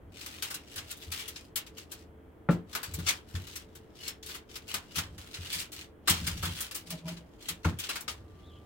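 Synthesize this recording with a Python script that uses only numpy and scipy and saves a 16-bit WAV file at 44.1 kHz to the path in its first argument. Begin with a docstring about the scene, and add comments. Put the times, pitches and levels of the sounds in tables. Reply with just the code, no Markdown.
"""Two hands pinch aluminium foil around the rim of a baking tray of squash halves, in a small kitchen.
An appliance hums throughout as filtered noise; sliding fingers rumble low resonances of the tray.
Rustle is a patter of tiny snaps; each pinch is a dying avalanche of snaps, coloured by ringing facets.
The tray knocks the counter now and again as decaying modes and noise; a few facets ping; the tray drags.
Near the end a thin sine whine swells and a soft squeak of narrow noise glides."""
import sys
import numpy as np
from scipy import signal
from scipy.fft import rfft, irfft
from scipy.io import wavfile
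from scipy.ndimage import uniform_filter1d

SR = 44100
rng = np.random.default_rng(int(sys.argv[2]) if len(sys.argv) > 2 else 0)


def int16_out(signal):
    """Quantize to a 16-bit WAV file."""
    q = np.round(np.clip(np.atleast_2d(signal).T, -1, 1) * 32767)
    wavfile.write(sys.argv[1], SR, q.astype(np.int16))


N = 381465
TIME = np.arange(N) / SR


def from_db(db):
    """Decibels to amplitude gain."""
    return 10 ** (np.asarray(db) / 20)


def rms_one(x):
    """Scale to unit power."""
    return x / np.sqrt(np.mean(x ** 2) + 1e-20)


def in_time(rows):
    """Interpolate each column of a time table at every sample."""
    s, *columns = np.transpose(rows)
    return [np.interp(TIME, s, column) for column in columns]


def at_hz(points, hz):
    """Read a table on a log-frequency axis."""
    f, value = np.transpose(points)
    return np.interp(np.log(np.maximum(hz, 1)), np.log(f), value)


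def cut(x, hz, kind, order=2):
    """Butterworth filter."""
    sos = signal.butter(order, hz, kind, fs=SR, output="sos")
    return signal.sosfilt(sos, x + 1e-18)


def add(track, s, sound):
    """Mix a sound into a track at time s."""
    at = int(s * SR)
    track[..., at:at + sound.shape[-1]] += sound[..., :N - at]


def coloured(x, spectrum, size=4096):
    """Causal (minimum-phase) filter with the given spectrum shape and unit power gain."""
    bins_hz = np.arange(size // 2 + 1) * SR / size
    cepstrum = irfft(np.log(from_db(at_hz(spectrum, bins_hz))))
    response = irfft(np.exp(rfft(2 * cepstrum[:size // 2], size)))
    response = response / np.linalg.norm(response)
    return signal.fftconvolve(x, [response], axes=-1)[:, :N]


def stereo_noise(count, alike):
    """Two white noises sharing the fraction alike of their power."""
    shared, *own = rng.standard_normal((3, count))
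    return np.sqrt(alike) * shared + np.sqrt(1 - alike) * np.array(own)


def narrow_noise(hz, width_hz):
    """A resonance, steady or moving, kept ringing by friction: unit-power noise around hz."""
    re, im = cut(rng.standard_normal((2, N)), width_hz / 2, "low")
    carrier = np.exp(2j * np.pi * np.cumsum(hz * np.ones(N)) / SR)
    return rms_one(np.real((re + 1j * im) * carrier))


def snaps(count, per_s, spread_db):
    """Energies of creases that flip at random moments, most small and a few large."""
    chance, size = rng.random((2, count))
    amplitude = from_db(-spread_db * np.log(np.maximum(size, .02)))
    return (chance < per_s / SR) * amplitude ** 2


def ring_down(energy, t60):
    """Stored energy leaks away exponentially, by 60 dB in t60 seconds."""
    keep = from_db(-120 / (t60 * SR))  # energy, so twice 60 dB on the amplitude scale
    return signal.lfilter([1 - keep], [1, -keep], energy + 1e-18)


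def gestures(rows, attack_s, t60):
    """Gain of a run of hand movements: each swells up to its start, holds for its length and dies away."""
    power = 0
    for s, length_s, level_db in rows:
        swell = np.exp(np.minimum(TIME - s, 0) / (attack_s / 2))
        release_db = -60 * np.clip((TIME - s - length_s) / t60, 0, 2)
        power = power + (swell * from_db(level_db + release_db)) ** 2
    return np.sqrt(power)


# Hand at work. Each row: start in seconds, hand (0 left, 1 right).
HAND_TURNS = [(0, 0), (.48, 1), (1, 0), (4.97, 1), (8, 0)]


def hand_at(s):
    """The hand at work at time s."""
    start_s, hand = np.transpose(HAND_TURNS)
    return hand[np.searchsorted(start_s, s, side="right") - 1].astype(int)


# Place of each hand. Each row: left-over-right level in dB, lag of the left microphone in seconds.
HAND_PLACES = [(6.0, -.00026), (2.8, .00012)]


def placed(energy, hand, alike):
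    """The foil's countless modes ring as noise under an energy envelope; level and lag place the hand."""
    pan_db, lag_s = HAND_PLACES[hand]
    pair = np.sqrt(np.maximum(energy, 0)) * stereo_noise(len(energy), alike)
    pair = pair * from_db([[pan_db / 2], [-pan_db / 2]])
    delays = max(round(lag_s * SR), 0), max(round(-lag_s * SR), 0)
    return np.array([np.pad(side, (delay, 0))[:len(energy)] for side, delay in zip(pair, delays)])


# Appliance noise spectrum. Each row: frequency in Hz, relative density in dB per Hz.
HUM_SPECTRUM = [(20, -13.5), (40, -2), (70, 6), (130, -2.5), (220, -3), (320, 0.5), (440, -7), (560, -7.5),
                (900, -14.5), (2000, -22.5), (5000, -43), (16000, -39)]
# Appliance lines. Each row: frequency in Hz, RMS level in dB.
HUM_LINE_LEVELS = [(80, -66), (440, -66)]


def hum(level_db=-54.5, diffuse_hz=500):
    """Appliance rumble, alike on both sides in the bass and diffuse above, with two wavering lines."""
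    bass = cut(stereo_noise(N, alike=0.96), diffuse_hz, "low", order=1)
    diffuse = cut(stereo_noise(N, alike=0.04), diffuse_hz, "high", order=1)
    lines = sum(from_db(db) * narrow_noise(hz, width_hz=6.0) for hz, db in HUM_LINE_LEVELS)
    return from_db(level_db) * coloured(bass + diffuse, HUM_SPECTRUM) + lines


# Hands shifting grip on the tray. Each row: start in seconds, length in seconds, level in dB.
GRIP_SHIFTS = [(0, 0.096, -52.5), (2.95, 0.085, -43), (4.99, .18, -47.5), (6.11, 0.36, -41),
               (8.08, .55, -54)]


def grip():
    """Sliding fingers keep two low resonances of the tray rumbling."""
    low = narrow_noise(84, width_hz=33.0)
    high = from_db(-14.0) * narrow_noise(165, width_hz=23)
    return gestures(GRIP_SHIFTS, attack_s=.04, t60=0.4) * (low + high)


# Fingers pressing the foil down. Each row: start in seconds, length in seconds, relative level in dB.
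FINGER_PRESSES = [(.18, 0.071, -45.5), (.3, 0.081, -49), (.45, .02, -41), (.72, 0.013, -49),
                  (.885, 0.032, -45), (1.025, 0.014, -46.5), (1.14, 0.061, -36.5), (1.33, 0.074, -59),
                  (1.785, 0.01, -45), (1.9, 0.13, -60.5), (2.7, .33, -55), (3.08, 0.013, -31),
                  (3.29, 0.059, -57), (3.35, .26, -52), (3.96, .05, -55), (4.015, 0.092, -48),
                  (4.275, 0.062, -45), (4.51, .04, -52), (4.685, 0.028, -41), (4.925, .06, -50),
                  (5.2, 0.35, -51.5), (5.445, 0.087, -49.5), (5.515, 0.097, -36.5), (5.755, 0.065, -47),
                  (6.1, 0.049, -37.5), (6.19, 0.45, -45), (6.44, 0.22, -45.5), (6.87, 0.096, -51),
                  (7.06, 0.064, -49), (7.415, 0.071, -51), (7.66, 0.023, -43.5), (7.805, 0.18, -45.5)]
# Hands resting on the foil, faintly stirring it. Each row: start in seconds, length in seconds,
# relative level in dB.
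RESTING_HANDS = [(0.131, 1.32, -58), (2.71, 1.2, -71.5), (4.555, 0.61, -64), (6.098, 3, -70.5)]


def rustle(level_db=-4.0, sparkle_db=-1.0, firm_db=-48.5, brightening_db_per_db=0.1,
           split_hz=6000, rim_hz=2900):
    """Fingers keep up a patter of tiny snaps, brighter the harder they press."""
    fingers = gestures(FINGER_PRESSES + RESTING_HANDS, attack_s=0.029, t60=0.16)
    press_db = 20 * np.log10(np.hypot(fingers, settling()))
    energy = ring_down(snaps(N, per_s=700, spread_db=3.7), t60=.009)
    working = hand_at(TIME)
    both_hands = sum(placed(energy * (working == hand), hand, alike=0.17) for hand in range(2))
    patter = rms_one(both_hands) * from_db(press_db + level_db)
    # the fold over the rim favours one pitch
    patter = patter + 0.54 * signal.lfilter(*signal.iirpeak(rim_hz, 4, fs=SR), patter)
    dull = cut(patter, split_hz, "low", order=3)
    bright = cut(patter, split_hz, "high", order=3)
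    return dull + bright * from_db(sparkle_db + brightening_db_per_db * (press_db - firm_db))


# Foil crinkles. Each row: start in seconds, relative peak in dB, body gain in dB, sparkle gain in dB,
# length of the burst in seconds.
FOIL_CRINKLES = [(0.261, -29.5, 6.5, 2, 0.0027), (.4225, -23, -1, 1, 0.009), (.502, -30, 7.5, 3, .012),
                 (.541, -28.5, -3, 4.5, .007), (0.757, -31, 1, 3, 0.013), (.778, -25.5, 0.5, -10, 0.006),
                 (.909, -34, -15, 8, 0.0045), (.967, -51, -3, 13, 0.0065), (1.117, -25.5, -6, 0.5, 0.0043),
                 (1.277, -31.5, 1, 5, 0.0092), (1.358, -32.5, -3, -19, 0.0035),
                 (1.557, -23.5, -4, 7.5, 0.0091), (1.664, -40, -3, -2, 0.0096), (1.914, -33.5, 2, 6, .011),
                 (2.504, -36, 11.5, -2, 0.018), (2.729, -31.5, -5, -6, 0.0059), (2.75, -20.5, 7, 0, 0.0069),
                 (2.829, -28.5, 6, 4, 0.0094), (2.937, -36, 7.5, 12, 0.0077), (2.986, -36, 9, 2, 0.012),
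                 (3.0637, -22.5, 2.5, -7, 0.014), (3.084, -16.5, -2, -2, 0.0071),
                 (3.351, -31.5, 5.5, -10, 0.004), (3.468, -38, 5, -1, 0.0072),
                 (3.555, -33, 2.5, 6.5, 0.0054), (3.75, -42, 6, 4, 0.0087), (4.079, -26.5, 0, 5, 0.0028),
                 (4.227, -36, -9, -3.5, 0.013), (4.26, -35.5, -9, 5, 0.011), (4.288, -34.5, 6.5, 0, 0.015),
                 (4.343, -34.5, 7, 3, 0.011), (4.554, -30.5, -1, -1, 0.0074), (4.74, -20, 5.5, .5, 0.0072),
                 (4.956, -24.5, -1, -0.5, 0.0094), (4.981, -19.5, 3, -2, .007), (5.179, -37, 5, -2, 0.0055),
                 (5.34, -28, -1, -10, 0.011), (5.521, -27.5, -20, 3.5, 0.026), (5.594, -34, -19, 6, 0.0078),
                 (5.718, -35.5, -4, 5, 0.015), (6.074, -14, 4.5, 0, 0.018), (6.096, -14.5, -10, 4, .012),
                 (6.267, -20, 1.5, 1, 0.0069), (6.425, -27, 9, 2.5, 0.026), (6.452, -24.5, 2.5, 1.5, .005),
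                 (6.604, -30.5, 5, 11.5, 0.012), (6.711, -29.5, 3.5, 0, 0.0066), (6.745, -30, 1, 8.5, .018),
                 (6.903, -28, -1, 4.5, 0.0092), (7.08, -30.5, 1.5, -0.5, .005),
                 (7.165, -40.5, 0, -10.5, 0.0064), (7.485, -24, 1.5, 3, 0.0077),
                 (7.644, -29.5, 14, -8, 0.0076), (7.787, -30, -9, 5.5, 0.011), (7.837, -30, 0.5, -7, .007),
                 (7.889, -24, 8.5, -1, 0.0084), (7.954, -26, 6.5, -0.5, 0.0072),
                 (8.006, -39.5, -10, 12, 0.0041), (8.079, -22, 5, -10, 0.0087)]


def settling(under_peak_db=-20.5):
    """Gain of the small creases that go on flipping after each crinkle."""
    rows = [(s + length_s, length_s, peak_db + under_peak_db)
            for s, peak_db, _, _, length_s in FOIL_CRINKLES]
    return gestures(rows, attack_s=.004, t60=0.21)


def crinkles(level_db=-8.5, body_hz=1900, sparkle_hz=7000, first_snap=0.4):
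    """One crease sets off a dying avalanche of others; large facets add body, small ones sparkle."""
    body, middle, sparkle = np.zeros((3, 2, N))
    t = np.arange(SR // 6) / SR
    for s, peak_db, body_db, sparkle_db, length_s in FOIL_CRINKLES:
        avalanche = snaps(len(t), per_s=2500, spread_db=4.0) * np.exp(-2 * t / length_s)
        avalanche[0] = first_snap
        energy = ring_down(avalanche, t60=0.047)
        energy = energy / uniform_filter1d(energy, size=350).max()  # loudest 8 ms at unit power
        burst = placed(energy, hand_at(s), alike=0.31) * from_db(peak_db + level_db)
        add(body, s, burst * from_db(body_db))
        add(middle, s, burst)
        add(sparkle, s, burst * from_db(sparkle_db))
    body = cut(body, body_hz, "low", order=3)
    middle = cut(cut(middle, body_hz, "high", order=3), sparkle_hz, "low", order=3)
    return body + middle + cut(sparkle, sparkle_hz, "high", order=3)


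def facets(x, count=32):
    """Flat facets between the creases ring briefly; how taut each one is drifts at random."""
    out, moments_s = 0, np.arange(0, N / SR + .1, .07)
    for hz in np.geomspace(1200, 12000, count) * rng.uniform(.98, 1.02, count):
        taut = rng.standard_normal(len(moments_s))
        coupling = np.interp(TIME, moments_s, taut * np.minimum(np.abs(taut), 1.3))
        width_hz = 35 + hz / 100
        resonator = signal.iirpeak(hz, hz / width_hz, fs=SR)
        out = out + signal.lfilter(*resonator, x * coupling + 1e-18)
    return out


# Modes of the loaded tray. Each row: frequency in Hz, relative level in dB, t60 in seconds.
TRAY_MODES = [(80, -5, 0.17), (89.3, 0, 0.25), (115, -6, 0.058), (157.6, 1, 0.11), (172, 1.5, 0.23),
              (222.4, -9.5, 0.21), (250, -16, 0.22), (286.4, -8, 0.19), (328.7, -5, 0.16),
              (450.5, -8.5, 0.091), (568, -9, 0.098), (643, -23, 0.2), (780, -23.5, .11), (890, -16, 0.12),
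              (858, -17.5, 0.13), (1078, -21, 0.076), (1364, -9.5, 0.14), (1453, -12, .1),
              (1850, -22.5, 0.088)]
# Tray on counter. Each row: start in seconds, relative level in dB, contact hardness as a low-pass in Hz,
# gain of the deep modes in dB.
TRAY_KNOCKS = [(.76, -41, 120, 17), (1.065, -36, 101, 10), (2.488, -12.5, 1500, -10.5),
               (2.535, -31, 250, 1), (2.878, -36.5, 151, 15), (2.978, -29.5, 250, 4.5),
               (3.34, -24.5, 146, 11.5), (4.735, -45, 407, -3), (4.966, -33.5, 204, 3),
               (5.152, -41, 150, -1), (5.379, -34.5, 130, 8), (5.553, -41.5, 150, 2.5),
               (6.097, -24, 250, 6.5), (6.2, -34, 130, -11), (6.272, -30, 193, 7), (6.349, -39, 152, -13),
               (6.433, -27.5, 500, 15), (6.457, -31, 198, 0.5), (7.495, -39, 400, 1),
               (7.65, -16, 1230, 7.5)]


def knocks(level_db=-8.0, clack_db=4.5, clack_t60=0.11, clack_hz=2000, thud_db=0.5, thud_t60=0.22,
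           bloom_s_at_170_hz=0.0052, uneven_db=1.9, lowest_hz=40):
    """The tray bumps the counter: soft contacts wake only low modes; the squash settles with a thud."""
    out, t = np.zeros(N), np.arange(SR // 2) / SR
    hz, mode_db, t60 = np.transpose(TRAY_MODES)[:, :, None]
    swell = 1 - np.exp(-t * (hz / 170) / bloom_s_at_170_hz)
    deep = hz < 130
    for s, knock_db, hardness_hz, thump_db in TRAY_KNOCKS:
        strength, detune, phase = rng.standard_normal((3, len(TRAY_MODES), 1))
        gain = from_db(mode_db + thump_db * deep + uneven_db * strength - 60 * t / t60) * swell
        modes = gain * np.sin(2 * np.pi * hz * (1 + 0.007 * detune) * t + np.pi * phase)
        clack = cut(rng.standard_normal(len(t)), [400, clack_hz], "band")
        clack = clack * from_db(clack_db - 60 * t / clack_t60)
        thud = cut(rng.standard_normal(len(t)), [70, 320], "band")
        thud = thud * from_db(thud_db - 60 * t / thud_t60)
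        blow = cut(modes.sum(axis=0) + clack + thud, hardness_hz, "low")
        blow = cut(blow, lowest_hz, "high")
        blow = blow / np.std(blow[:SR // 25])  # first 40 ms at unit power
        add(out, s, blow * from_db(knock_db + level_db))
    # the middle modes radiate to the left
    middle = 0.2 * cut(out, [240, 420], "band", order=1)
    return out * from_db([[.5], [-.5]]) + middle * [[1], [-1]]


# Taut facets that sing on. Each row: start in seconds, frequency in Hz, peak in dB.
FACET_PINGS = [(4.003, 2950, -46), (4.08, 5350, -40), (8.083, 1240, -40)]


def pings(t60=0.15):
    """Taut facets sing on as pure tones that die exponentially."""
    out, t = np.zeros(N), np.arange(SR // 2) / SR
    for s, hz, peak_db in FACET_PINGS:
        add(out, s, from_db(peak_db - 60 * t / t60) * np.sin(2 * np.pi * hz * t))
    return out


# Shoves along the counter. Each row: start in seconds, length in seconds, relative level in dB.
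TRAY_SHOVES = [(6.93, 0.015, -38), (7.06, 0.067, -39), (7.17, 0.079, -52)]
# Resonances of the sliding tray. Each row: frequency in Hz, width in Hz, relative level in dB.
JUDDER_MODES = [(167, 7.5, -0.5), (275, 110, -23), (630, 32, -11.5), (835, 34, -23), (980, 60, -23)]


def drag():
    """The tray judders in a few resonances as it slides."""
    judder = sum(from_db(db) * narrow_noise(hz, width_hz) for hz, width_hz, db in JUDDER_MODES)
    return gestures(TRAY_SHOVES, attack_s=0.044, t60=0.11) * judder


def whine(hz=1178, start_s=8.13, swell_s=.28, rms_db=-68.5):
    """A thin steady sine that swells linearly and stays."""
    swell = np.clip((TIME - start_s) / swell_s, 0, 1)
    return from_db(rms_db) * swell * np.sqrt(2) * np.sin(2 * np.pi * hz * TIME)


# Soft squeak. Each row: time in seconds, frequency in Hz, level in dB.
SQUEAK_GLIDE = [(8.39, 3200, -85), (8.44, 3390, -68), (8.48, 3800, -65), (8.515, 3170, -65),
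                (8.565, 3170, -63), (8.65, 3170, -81)]


def squeak():
    """Friction keeps a gliding resonance ringing; the end rows hold outside the glide."""
    hz, level_db = in_time(SQUEAK_GLIDE)
    return from_db(level_db) * narrow_noise(hz, width_hz=400)


# Kitchen decay. Each row: frequency in Hz, t60 in seconds.
ROOM_T60 = [(100, 0.28), (500, 0.25), (1400, 0.28), (3500, 0.11), (9000, 0.089), (16000, 0.085)]


def kitchen(x, alike_hz=350):
    """Reflections merge into a diffuse field storing each band's energy; treble dies first, bass is alike."""
    out, edges_hz = 0, np.geomspace(70, 19000, 8)
    for band in zip(edges_hz, edges_hz[1:]):
        hz = np.sqrt(band[0] * band[1])
        energy = np.mean(cut(x, band, "band") ** 2, axis=0)
        stored = ring_down(energy, at_hz(ROOM_T60, hz))
        noise = stereo_noise(N, alike=1 / (1 + (hz / alike_hz) ** 2))
        out = out + np.sqrt(stored) * rms_one(cut(noise, band, "band"))
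    return out


# Foil colour. Each row: frequency in Hz, relative gain in dB.
FOIL_SPECTRUM = [(100, -14), (400, -8), (800, -14.5), (1250, -0.5), (1900, -2.5), (2900, 5), (4500, 4.5),
                 (7000, -2), (11000, -6)]


def scene(facet_db=2.0, foil_room_db=-2.0, tray_room_db=-11.5):
    """Foil and tray close by, the kitchen around them."""
    foil = crinkles() + rustle()
    foil = coloured(foil + from_db(facet_db) * facets(foil), FOIL_SPECTRUM)
    tray = knocks() + drag() + grip()
    room = kitchen(from_db(foil_room_db) * foil + from_db(tray_room_db) * tray)
    return foil + pings() + tray + room + hum() + whine() + squeak()


def record(dry, cutoff_hz=16000):
    """The top is cut steeply by an elliptic low-pass."""
    return signal.sosfilt(signal.ellip(12, .1, 80, cutoff_hz, fs=SR, output="sos"), dry)


dry = scene()
out = record(dry)
int16_out(out)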